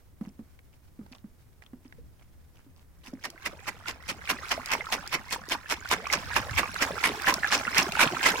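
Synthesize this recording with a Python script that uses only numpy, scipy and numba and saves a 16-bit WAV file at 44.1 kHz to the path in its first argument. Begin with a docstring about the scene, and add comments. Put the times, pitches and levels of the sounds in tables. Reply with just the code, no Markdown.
"""A dog trots over a boardwalk: boards knock as fading sine waves, while claws and paws add bursts of noise.
After about three seconds it laps water close by, nearly five laps a second, growing louder overall.
Each lap is made of bubble clouds: water drawn up, a dense spray, a hollow gulp, then drops falling back.
Plops, clicks and one low thump stand out, and the stirred water fizzes and sloshes between laps.
Throughout, dry reeds rustle and a little wind rumbles as filtered noise on the two ports of a microphone."""
import sys
import numpy as np
from scipy import signal
from scipy.fft import rfft, irfft
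from scipy.io import wavfile
from numba import njit

SR = 44100
rng = np.random.default_rng(int(sys.argv[2]) if len(sys.argv) > 2 else 0)


def output_pcm(signal):
    """Save a mono or channel-first signal as 16-bit PCM at the path in sys.argv[1].

    Samples are clipped to [-1, 1] before scaling.
    """
    pcm = np.clip(np.atleast_2d(signal).T, -1, 1) * 32767
    wavfile.write(sys.argv[1], SR, np.round(pcm).astype(np.int16))


N = 370440  # length of the scene [samples]
TIME = np.arange(N) / SR  # [s]

# Strikes of the tongue: (middle [s], level before the trims of its parts [dB],
# length [s], extra brightness of the spray above 3 kHz [dB])
LAPS = [(3.068, -51.5, 0.042, 7), (3.253, -32, 0.014, -0.5), (3.466, -29.5, 0.013, 3),
        (3.684, -29.5, .014, -0.5), (3.892, -32.5, 0.025, -0.5), (4.098, -29.5, .017, 0),
        (4.306, -24, .019, 1.5), (4.519, -24.5, .018, -1), (4.73, -23.5, 0.02, -2.5),
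        (4.934, -24.5, .018, 0.5), (5.141, -26, .022, 1.5), (5.332, -28, 0.019, 3.5), (5.526, -26, .025, 1),
        (5.717, -26, 0.023, 0), (5.923, -22, 0.022, -1), (6.136, -23, .021, 1), (6.368, -22, .018, -2),
        (6.591, -21, .018, -3.5), (6.825, -22, 0.021, -2), (7.058, -22, 0.028, 0),
        (7.287, -19.5, .023, -3.5), (7.542, -22.5, 0.032, 1.5), (7.786, -21, 0.039, -1),
        (8.02, -18, .034, -2), (8.271, -20, 0.036, -0.5)]
# Largest single bubbles, bright plops to low glugs; the 102 Hz row is a thump of wind or handling
# on the microphone: (start [s], level before a 1.5 dB cut [dB], pitch [Hz])
PLOPS = [(3.46, -19.5, 1930), (3.859, -29, 1410), (4.275, -23, 2260), (4.291, -19, 2780),
         (4.388, -27, 1860), (4.578, -20.5, 650), (4.716, -21, 1140), (4.751, -17, 954), (4.808, -20, 2090),
         (4.868, -25.5, 1280), (4.98, -31, 1410), (5.361, -21.5, 954), (5.551, -20.5, 902),
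         (5.857, -24, 1500), (5.914, -13, 990), (6.068, -19.5, 1136), (6.101, -15, 2170),
         (6.333, -21, 1600), (6.364, -12, 1114), (6.514, -21, 102), (6.632, -15.5, 1130), (6.907, -20, 538),
         (7.04, -10, 2230), (7.271, -9, 1740), (7.433, -11, 1780), (7.445, -9.5, 1670),
         (7.524, -10.5, 1760), (7.678, -16, 1370), (7.77, -12.5, 1950), (7.971, -17.5, 876),
         (7.992, -11, 1480), (8.03, -18.5, 260), (8.064, -21, 146), (8.261, -8.5, 2010), (8.312, -29, 197)]
# Sharpest clicks of bursting films and landing drops: (start [s], level before a 5 dB cut [dB])
CLICKS = [(3.3013, -26.5), (4.4914, -21), (4.6587, -16.5), (4.7155, -14), (5.0752, -16.5), (5.488, -21),
          (5.889, -17), (6.1262, -9.5), (7.3396, -6.5), (7.7808, -0.5), (7.8285, -11)]
# Stirred water, before the trims below: (time [s], bubbling [dB], low slosh [dB])
WATER = [(3.0, -83, -65), (3.45, -54, -61), (3.98, -58.5, -64), (4.43, -45, -58), (4.79, -45.5, -55.5),
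         (5.53, -54, -63), (6.22, -42.5, -51.5), (7.53, -38.5, -47), (8.4, -36, -37.5)]
# Colour of the spray: (frequency [Hz], gain [dB])
SPRAY_COLOUR = [(60, -39), (200, -8), (500, -17), (1000, 0), (1350, -7), (1900, -2.5), (2600, -4.5),
                (3800, -12.5), (5300, -10.5), (7500, -15.5), (11000, -16.5), (14000, -14.5), (16000, -22)]
# The hollow under the tongue, which colours the gulp: (frequency [Hz], gain [dB])
HOLLOW_COLOUR = [(60, -24), (150, -8), (260, 1), (400, -3), (700, 1.5), (2000, 11), (6000, -21)]
# Colour of the fine fizz: (frequency [Hz], gain [dB])
FIZZ_COLOUR = [(80, -54), (300, -49), (800, -1), (1400, -3), (2200, -5), (3700, -13), (5200, -11),
               (8000, -16.5), (11000, -20.5), (16000, -21.5)]
# Colour of the low slosh: (frequency [Hz], gain [dB])
SLOSH_COLOUR = [(60, -35), (130, 5), (260, -7), (450, -3), (700, -1), (1500, -30.5)]
# Steps on the boards: (start [s], peak of the knock [dB], board pitch [Hz])
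STEPS = [(0.21, -25.5, 211), (0.271, -34, 199), (0.391, -33.5, 219), (0.99, -34.5, 234), (1.012, -37, 204),
         (1.113, -44, 245), (1.241, -36.5, 209), (1.732, -32.5, 246), (1.852, -41.5, 255),
         (1.983, -48, 468), (2.663, -48, 266), (3.078, -40, 247), (3.133, -30, 256)]
# Ways a board rings: (multiple of its pitch [ratio], level within the knock [dB], share of the fade time [ratio])
BOARD_MODES = [(1.001, 12.5, 1.16), (1.26, -39, 3.7), (2.2, -19, 1.05), (2.55, -9.5, 0.47),
               (3.4, -35, 0.35)]
# Claws on wood: (start [s], level before a 4 dB lift and colouring [dB], pitch [Hz])
TICKS = [(0.59, -48, 2170), (1.063, -48, 940), (1.1236, -41, 4600), (1.6213, -45.5, 2070),
         (1.663, -46.5, 3370), (1.924, -43.5, 1890), (2.195, -56, 2920), (3.039, -50, 3170),
         (3.0704, -40.5, 2480)]
# Colours of the shaking deck, a paw's contact and a claw's tick: (frequency [Hz], gain [dB])
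DECK_COLOUR = [(80, -27), (170, -4), (270, 0), (450, -16.5), (1200, -31), (4000, -51)]
CONTACT_COLOUR = [(600, 12), (2000, 7), (4000, -6), (12000, -11)]
CLAW_COLOUR = [(500, 8.5), (4500, 0), (9000, -8), (16000, -9)]
# Scuffs of paws and dry reeds: (middle [s], level [dB], length [s])
SCUFFS = [(0.258, -58, 0.046), (0.739, -63, 0.014), (1.141, -53.5, .035), (1.636, -60, 0.018),
          (1.85, -61, .02), (2.219, -63, .03), (2.581, -62, 0.034), (2.78, -62, 0.019)]
# Colour of dry scraping: (frequency [Hz], gain [dB])
SCRAPE_COLOUR = [(200, -4), (800, 5.5), (1500, -7.5), (2900, -2), (4000, -10), (5000, -5), (8000, -7),
                 (16000, -12)]
# Colour of rustling reeds: (frequency [Hz], gain [dB])
RUSTLE_COLOUR = [(200, 0), (600, 0.5), (2000, -2.5), (3500, -7.5), (5000, -7), (9000, -12), (16000, -13)]
# Wind on the microphone, before gusts and left-right balance: (time [s], level [dB])
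WIND = [(0.0, -60.5), (1.87, -62), (2.03, -48.5), (2.13, -58), (3.39, -61.5), (3.44, -54), (5.15, -53),
        (5.71, -56), (6.55, -42.5), (6.69, -49.5), (8.35, -52), (8.4, -51)]
# Colour of the wind rumble: (frequency [Hz], gain [dB])
RUMBLE_COLOUR = [(15, -51), (35, -12.5), (75, 1), (115, -7.5), (200, -18.5), (500, -30.5), (2000, -64)]
# Colour of the steady air noise: (frequency [Hz], gain [dB])
AIR_COLOUR = [(30, 8), (100, 5), (250, -6), (600, -14), (2000, -25), (4000, -29.5), (9000, -27.5),
              (16000, -26)]
# Colour of the reflections: (frequency [Hz], gain [dB])
REFLECTION_COLOUR = [(250, -7), (1200, -0.5), (8000, 2.5), (16000, -7)]
# How the two ports differ: (frequency [Hz], left minus right [dB])
PORTS = [(200, -2), (600, -0.5), (1000, -4.5), (1600, -7), (2300, -6), (3000, 2.5), (3800, 4), (5000, -3.5),
         (6000, -5), (7200, 2), (10500, 4), (13500, -3.5), (16000, 1.5)]

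# Room for one lap or scuff [samples], and where its middle lies in there [s]
LAP_SIZE, LAP_MID_S = 16384, 0.14
# Parts of a strike against its level [dB]
SPRAY_DB, FROTH_DB, GULP_DB, MIST_DB = -0.5, -7.5, -10.5, -15
# Water drawn up, water falling back and bursting films, against the bubbling of the water [dB]
DRAW_DB, FALL_DB, FILM_DB = 3, -1, 15.5
# The tongue leaves the water this long before it strikes, give or take the spread, and a film bursts [s]
FILM_LEAD_S, FILM_SPREAD_S = 0.06, 0.018
# Time for a 1 kHz plop to fade by 60 dB [s], and the power of pitch that makes lower ones ring longer
PLOP_T60_S, PLOP_RING_LAW = 0.025, -0.41
CLICK_HZ = 5300
BOARD_T60_S = 0.064  # fade by 60 dB, before each mode's share
REEDS_DB = -71.5  # steady rustle, before flutter and crackle
WIND_APART = 0.85  # left-right difference against the shared part
TOP_HZ = 16100  # upper limit of the sound


def lapping():
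    """Laps, each led by a bursting film, plus the plops, low thump and clicks that stand out of them."""
    out = np.zeros((2, N))
    bubbling = curve(WATER)
    chances = rng.standard_normal((len(LAPS), 3))
    for (s, db, length, bright_db), (early, strength, pitch) in zip(LAPS, chances):
        water_db = bubbling[int(s * SR)]
        add(out, s - LAP_MID_S, lap(db, length, bright_db, water_db))
        film = click(water_db + FILM_DB + 1.3 * strength, 3700 * 2 ** (0.3 * pitch))
        add(out, s - FILM_LEAD_S + FILM_SPREAD_S * early, film)

    s, db, hz = np.transpose(PLOPS)
    t60 = PLOP_T60_S * (hz / 1000) ** PLOP_RING_LAW
    lag = rng.normal(0, 0.00006, len(s))
    plops = ring(N, s, hz, t60, undb(db - 1.5), 0.064, lag, 0.25)
    out += reflect(plops, db=-5, t60=0.04)

    for s, db in CLICKS:
        add(out, s, click(db - 5, CLICK_HZ))
    return out


def lap(db, length, bright_db, water_db, ragged_db=3.5, cup_db=2.0):
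    """One stroke: ringing bubbles for water drawn up, struck, gulped and dropped; stirred water splashes more."""
    draw = bubbles(LAP_SIZE, *flock(-0.071, 0.023, 1590, 0.388, 0.0, count=16),
                   cycles=23.0, scatter_db=6.5, glide=0.53, swell=0.59)
    spray = bubbles(LAP_SIZE, *flock(-0.00101, 0.36 * length, 5710, 0.93, 0.0, count=400),
                    cycles=7, scatter_db=4, glide=0.064, swell=0.087)
    # the tongue cups the water differently each time, which shifts the colour
    cupped = [(hz, level + bright_db * (hz > 3000) + cup_db * rng.standard_normal())
              for hz, level in SPRAY_COLOUR]
    spray = colour(spray, cupped)
    spray = spray * undb(ragged_db * walk(257.6)[:LAP_SIZE])  # the film tears in spurts
    froth = bubbles(LAP_SIZE, *flock(0.001003, 0.5 * length, 1690, 0.425, 0.146, count=50),
                    cycles=13.6, scatter_db=1.5, glide=0.11, swell=0.3)
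    gulp = bubbles(LAP_SIZE, *flock(0.01, 0.6 * length, 432, 0.49, 0.33, count=44),
                   cycles=3.7, scatter_db=4.0, glide=0.081, swell=0.64)
    drops = bubbles(LAP_SIZE, *flock(0.063, 0.025, 1106, 0.498, 0.12, count=20),
                    cycles=9.0, scatter_db=4.0, glide=0.19, swell=0.95)
    mist = bubbles(LAP_SIZE, *flock(0.0022, 0.022, 4360, 1.0, 0.12, count=260),
                   cycles=21, scatter_db=7, glide=0.11, swell=1.0)

    parts = [(spray, SPRAY_DB), (froth, FROTH_DB),
             (colour(gulp, HOLLOW_COLOUR), GULP_DB), (colour(mist, FIZZ_COLOUR), MIST_DB)]
    strike = sum(hold(part, db + part_db, length) for part, part_db in parts)
    drawn = hold(draw, water_db + DRAW_DB, 0.048)
    falling = hold(drops, water_db + FALL_DB, 0.085)
    # the head moves, so every lap meets the boards differently
    return reflect(strike + drawn + falling, db=-9, t60=0.041)


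def click(db, hz):
    """A film bursts or a drop lands: a very short burst of noise, strongest around one pitch."""
    return crack(db, hz, t60=0.012, ring_db=8, swell_s=0.00075)


def stirred_water(count=5000, calm_db=-4, fizz_db=-1.0, slosh_db=0.5):
    """Scattered bubbles keep fizzing and sloshing; the fizz is calmest midway between laps."""
    first_s = WATER[0][0]
    start = rng.uniform(first_s, N / SR, count)
    fizz = bubbles(N, start, 4600 * 2 ** rng.normal(0, 1.0, count),
                   cycles=34, scatter_db=4, glide=0.3, swell=0.82)
    # the finest bubbles merge into a wash
    wash = undb(-2 + 2 * walk(70)) * noise(FIZZ_COLOUR, apart=0.9)
    fizz = unit(colour(fizz, FIZZ_COLOUR)) + wash

    swirl = rng.uniform(first_s, N / SR, count // 6)
    slosh = bubbles(N, swirl, 400 * 2 ** rng.normal(0, 0.732, len(swirl)),
                    cycles=9.0, scatter_db=4.5, glide=0.25, swell=0.99)

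    # one full turn from each strike to the next
    phase = 2 * np.pi * np.interp(TIME, np.array(LAPS)[:, 0], np.arange(len(LAPS)))
    fizz = fizz * undb(curve(WATER, axis=1) + fizz_db + calm_db * (1 - np.cos(phase)) / 2)
    # the slosh swells after each strike and dies down before the next
    slosh_level = curve(WATER, axis=2) + slosh_db + 4.8 * np.sin(phase)
    slosh = unit(colour(slosh, SLOSH_COLOUR)) * undb(slosh_level)
    fade_in = np.clip((TIME - first_s) / 0.1, 0, 1)
    return fade_in * (fizz + slosh)


def boardwalk(push_s=0.003, sag=0.038, sag_s=0.014, contact_db=-17, deck_db=-20, deck_t60_s=0.2):
    """Soft steps ring the boards as fading sines and shake the deck around them; claws tick on the wood."""
    out = np.zeros((2, N))
    t = TIME[:SR // 3]
    for s, db, hz in STEPS:
        # the pitch sags as weight comes onto the board
        turns = hz * (t + sag * sag_s * (1 - np.exp(-t / sag_s)))
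        knock = 0
        for ratio, level, share in BOARD_MODES:
            fade = undb(level - 60 * t / (BOARD_T60_S * share))
            knock = knock + fade * np.sin(2 * np.pi * turns * ratio)
        knock = knock * (1 - np.exp(-(t / push_s) ** 2))  # soft start
        add(out, s, undb(db) * knock / np.abs(knock).max())

        shudder = rng.standard_normal((1, len(t))) * undb(-60 * t / deck_t60_s)
        add(out, s, hold(colour(shudder, DECK_COLOUR), db + deck_db, 0.026))
        contact = crack(db + contact_db, 930, t60=0.024, ring_db=-5.5, swell_s=0.00061)
        add(out, s, colour(contact, CONTACT_COLOUR))

    for s, db, hz in TICKS:
        tick = crack(db + 4.0, hz, t60=0.02, ring_db=11, swell_s=0.00032)
        add(out, s, colour(tick, CLAW_COLOUR))
    return out


def reeds(count=6000, flutter_db=3.0):
    """Noise and tiny short rings make dry reeds rustle; each scuff is a swell of scratchy grains."""
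    start = rng.uniform(0, N / SR, count)
    crackle = bubbles(N, start, 4500 * 2 ** rng.normal(0, 0.96, count),
                      cycles=2.5, scatter_db=4.5, glide=0.0, swell=0.1)
    rustle = noise(RUSTLE_COLOUR, apart=1.0) + undb(-8.0) * unit(colour(crackle, RUSTLE_COLOUR))
    out = rustle * undb(REEDS_DB + flutter_db * walk(60))
    for s, db, length in SCUFFS:
        grains = bubbles(LAP_SIZE, *flock(0, 0.54 * length, 3360, 0.95, 0, count=45),
                         cycles=7.8, scatter_db=6.5, glide=0.0, swell=0.11)
        add(out, s - LAP_MID_S, hold(colour(grains, SCRAPE_COLOUR), db, length))
    return out


def outdoors(gust_db=1.5, left_db=1.5):
    """Steady air noise, and gusts of low noise on the ports, stronger on the left one."""
    gust_level = curve(WIND) + gust_db + 1.9 * walk(37)
    gusts = noise(RUMBLE_COLOUR, apart=WIND_APART) * undb(gust_level)
    air = undb(-59) * noise(AIR_COLOUR, apart=0.56)
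    return gusts * undb([[left_db], [-left_db]]) + air


def bubbles(size, start, hz, cycles, scatter_db, glide, swell, lag_s=0.00013):
    """A cloud of ringing bubbles of uneven strength, fade time and lag between the ports."""
    strength, life, lag = rng.standard_normal((len(start), 3)).T
    hz = np.clip(hz, 80, SR / 3)
    t60 = cycles * np.exp(0.65 * life) / hz
    loudness = undb(scatter_db * np.minimum(strength, 2.4)) / np.sqrt(t60)
    return ring(size, start, hz, t60, loudness, glide, lag * lag_s, float(swell))


def flock(middle_s, spread_s, hz, spread_octaves, fall, count):
    """Times and pitches around one moment of a lap; most crowd the middle, and fall makes later ones lower."""
    late, pitch = rng.standard_normal((count, 2)).T
    start = LAP_MID_S + middle_s + spread_s * (late + 0.05 * late ** 2 + 0.04 * late ** 3)
    return start, hz * 2 ** (spread_octaves * pitch - fall * late)


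@njit
def ring(out_size, start, hz, t60, size, glide, lag, swell):
    """Fading sines with a soft start and a pitch rise set by glide; each reaches the two ports with its own lag."""
    out = np.zeros((2, out_size))
    for k in range(len(start)):
        for c in range(2):
            begin = start[k] + (c - 0.5) * lag[k]
            first = max(int(begin * SR) + 1, 0)
            last = min(int((begin + t60[k]) * SR), out_size)
            for i in range(first, last):
                t = i / SR - begin
                age, turns = t / t60[k], hz[k] * t
                envelope = (1 - np.exp(-turns / swell)) * np.exp(-6.9 * age)  # 6.9 gives a 60 dB fade
                out[c, i] += size[k] * envelope * np.sin(2 * np.pi * turns * (1 + glide * age / 2))
    return out


def crack(db, hz, t60, ring_db, swell_s):
    """A short burst of noise, shaped around hz and scaled to a peak of db."""
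    t = TIME[:SR // 8]
    envelope = undb(-60 * t / t60) * (1 - np.exp(-(t / swell_s) ** 2))
    burst = rng.standard_normal((2, len(t))) * envelope
    burst = colour(burst, [(hz / 20, -22), (hz / 3, -3), (hz / 1.47, 0),
                           (hz, ring_db), (hz * 1.31, -1), (hz * 3, -10)])
    return undb(db) * burst / np.abs(burst).max()


def reflect(x, db, t60):
    """Add a fading cluster of random reflections, weak in the bass."""
    t = TIME[:SR // 4]
    tail = rng.standard_normal((2, len(t))) * (t > 0.0006) * undb(-60 * t / t60)
    response = colour(hold(tail, db, 1 / SR), REFLECTION_COLOUR)
    return x + signal.oaconvolve(x, response, axes=1)[:, :x.shape[1]]


def noise(points, apart):
    """Coloured stereo noise of average strength (rms) 1; apart sets how much the sides differ."""
    mid, side = rng.standard_normal((2, N))
    return unit(colour(np.array([mid + apart * side, mid - apart * side]), points))


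def colour(x, points):
    """Filter through (Hz, dB) points without sounding ahead of time, using the cepstrum."""
    hz, db = np.transpose(points)
    size = 4096
    f = np.maximum(np.arange(size // 2 + 1) * SR / size, 1)
    gain = undb(np.interp(np.log(f), np.log(hz), db))
    cepstrum = irfft(np.log(gain))[:size // 2]
    cepstrum[1:] *= 2  # put all of the response after its start
    response = irfft(np.exp(rfft(cepstrum, size)))[:size // 2]
    return signal.oaconvolve(x, response[None], axes=1)[:, :x.shape[1]]


def walk(rate):
    """Random values, rate per second, joined by straight lines to make a wavering level."""
    knots = rng.standard_normal(1024)
    return np.interp(TIME * rate, np.arange(len(knots)), knots)


def hold(x, db, seconds):
    """Give x the total energy of a stereo sound that stays at db for so many seconds."""
    return x * undb(db) * np.sqrt(2 * SR * seconds / np.sum(x ** 2))


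def undb(db):
    """Turn decibels into a gain."""
    return 10 ** (np.asarray(db) / 20)


def unit(x):
    """Scale to an average strength (rms) of 1."""
    return x / np.sqrt(np.mean(x ** 2))


def curve(table, axis=1):
    """Draw straight lines through one column of a table, giving a value at every sample."""
    return np.interp(TIME, np.array(table)[:, 0], np.array(table)[:, axis])


def add(out, s, x):
    """Mix x into out from time s [s] on."""
    i = max(int(s * SR), 0)
    out[:, i:i + x.shape[-1]] += x[..., :max(N - i, 0)]


def scene():
    """The dog at the water, with a faint tail of reflections from the reeds, then boardwalk, reeds and wind."""
    water = reflect(lapping() + stirred_water(), db=-15.0, t60=0.08)
    return water + boardwalk() + reeds() + outdoors()


def record(dry):
    """Each microphone port has its own colour; a steep filter cuts the top."""
    left = colour(dry[:1], [(hz, db / 2) for hz, db in PORTS])
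    right = colour(dry[1:], [(hz, -db / 2) for hz, db in PORTS])
    low_pass = signal.ellip(10, 0.2, 70, TOP_HZ, fs=SR, output="sos")
    return signal.sosfilt(low_pass, np.vstack([left, right]))


dry = scene()
out = record(dry)
output_pcm(out)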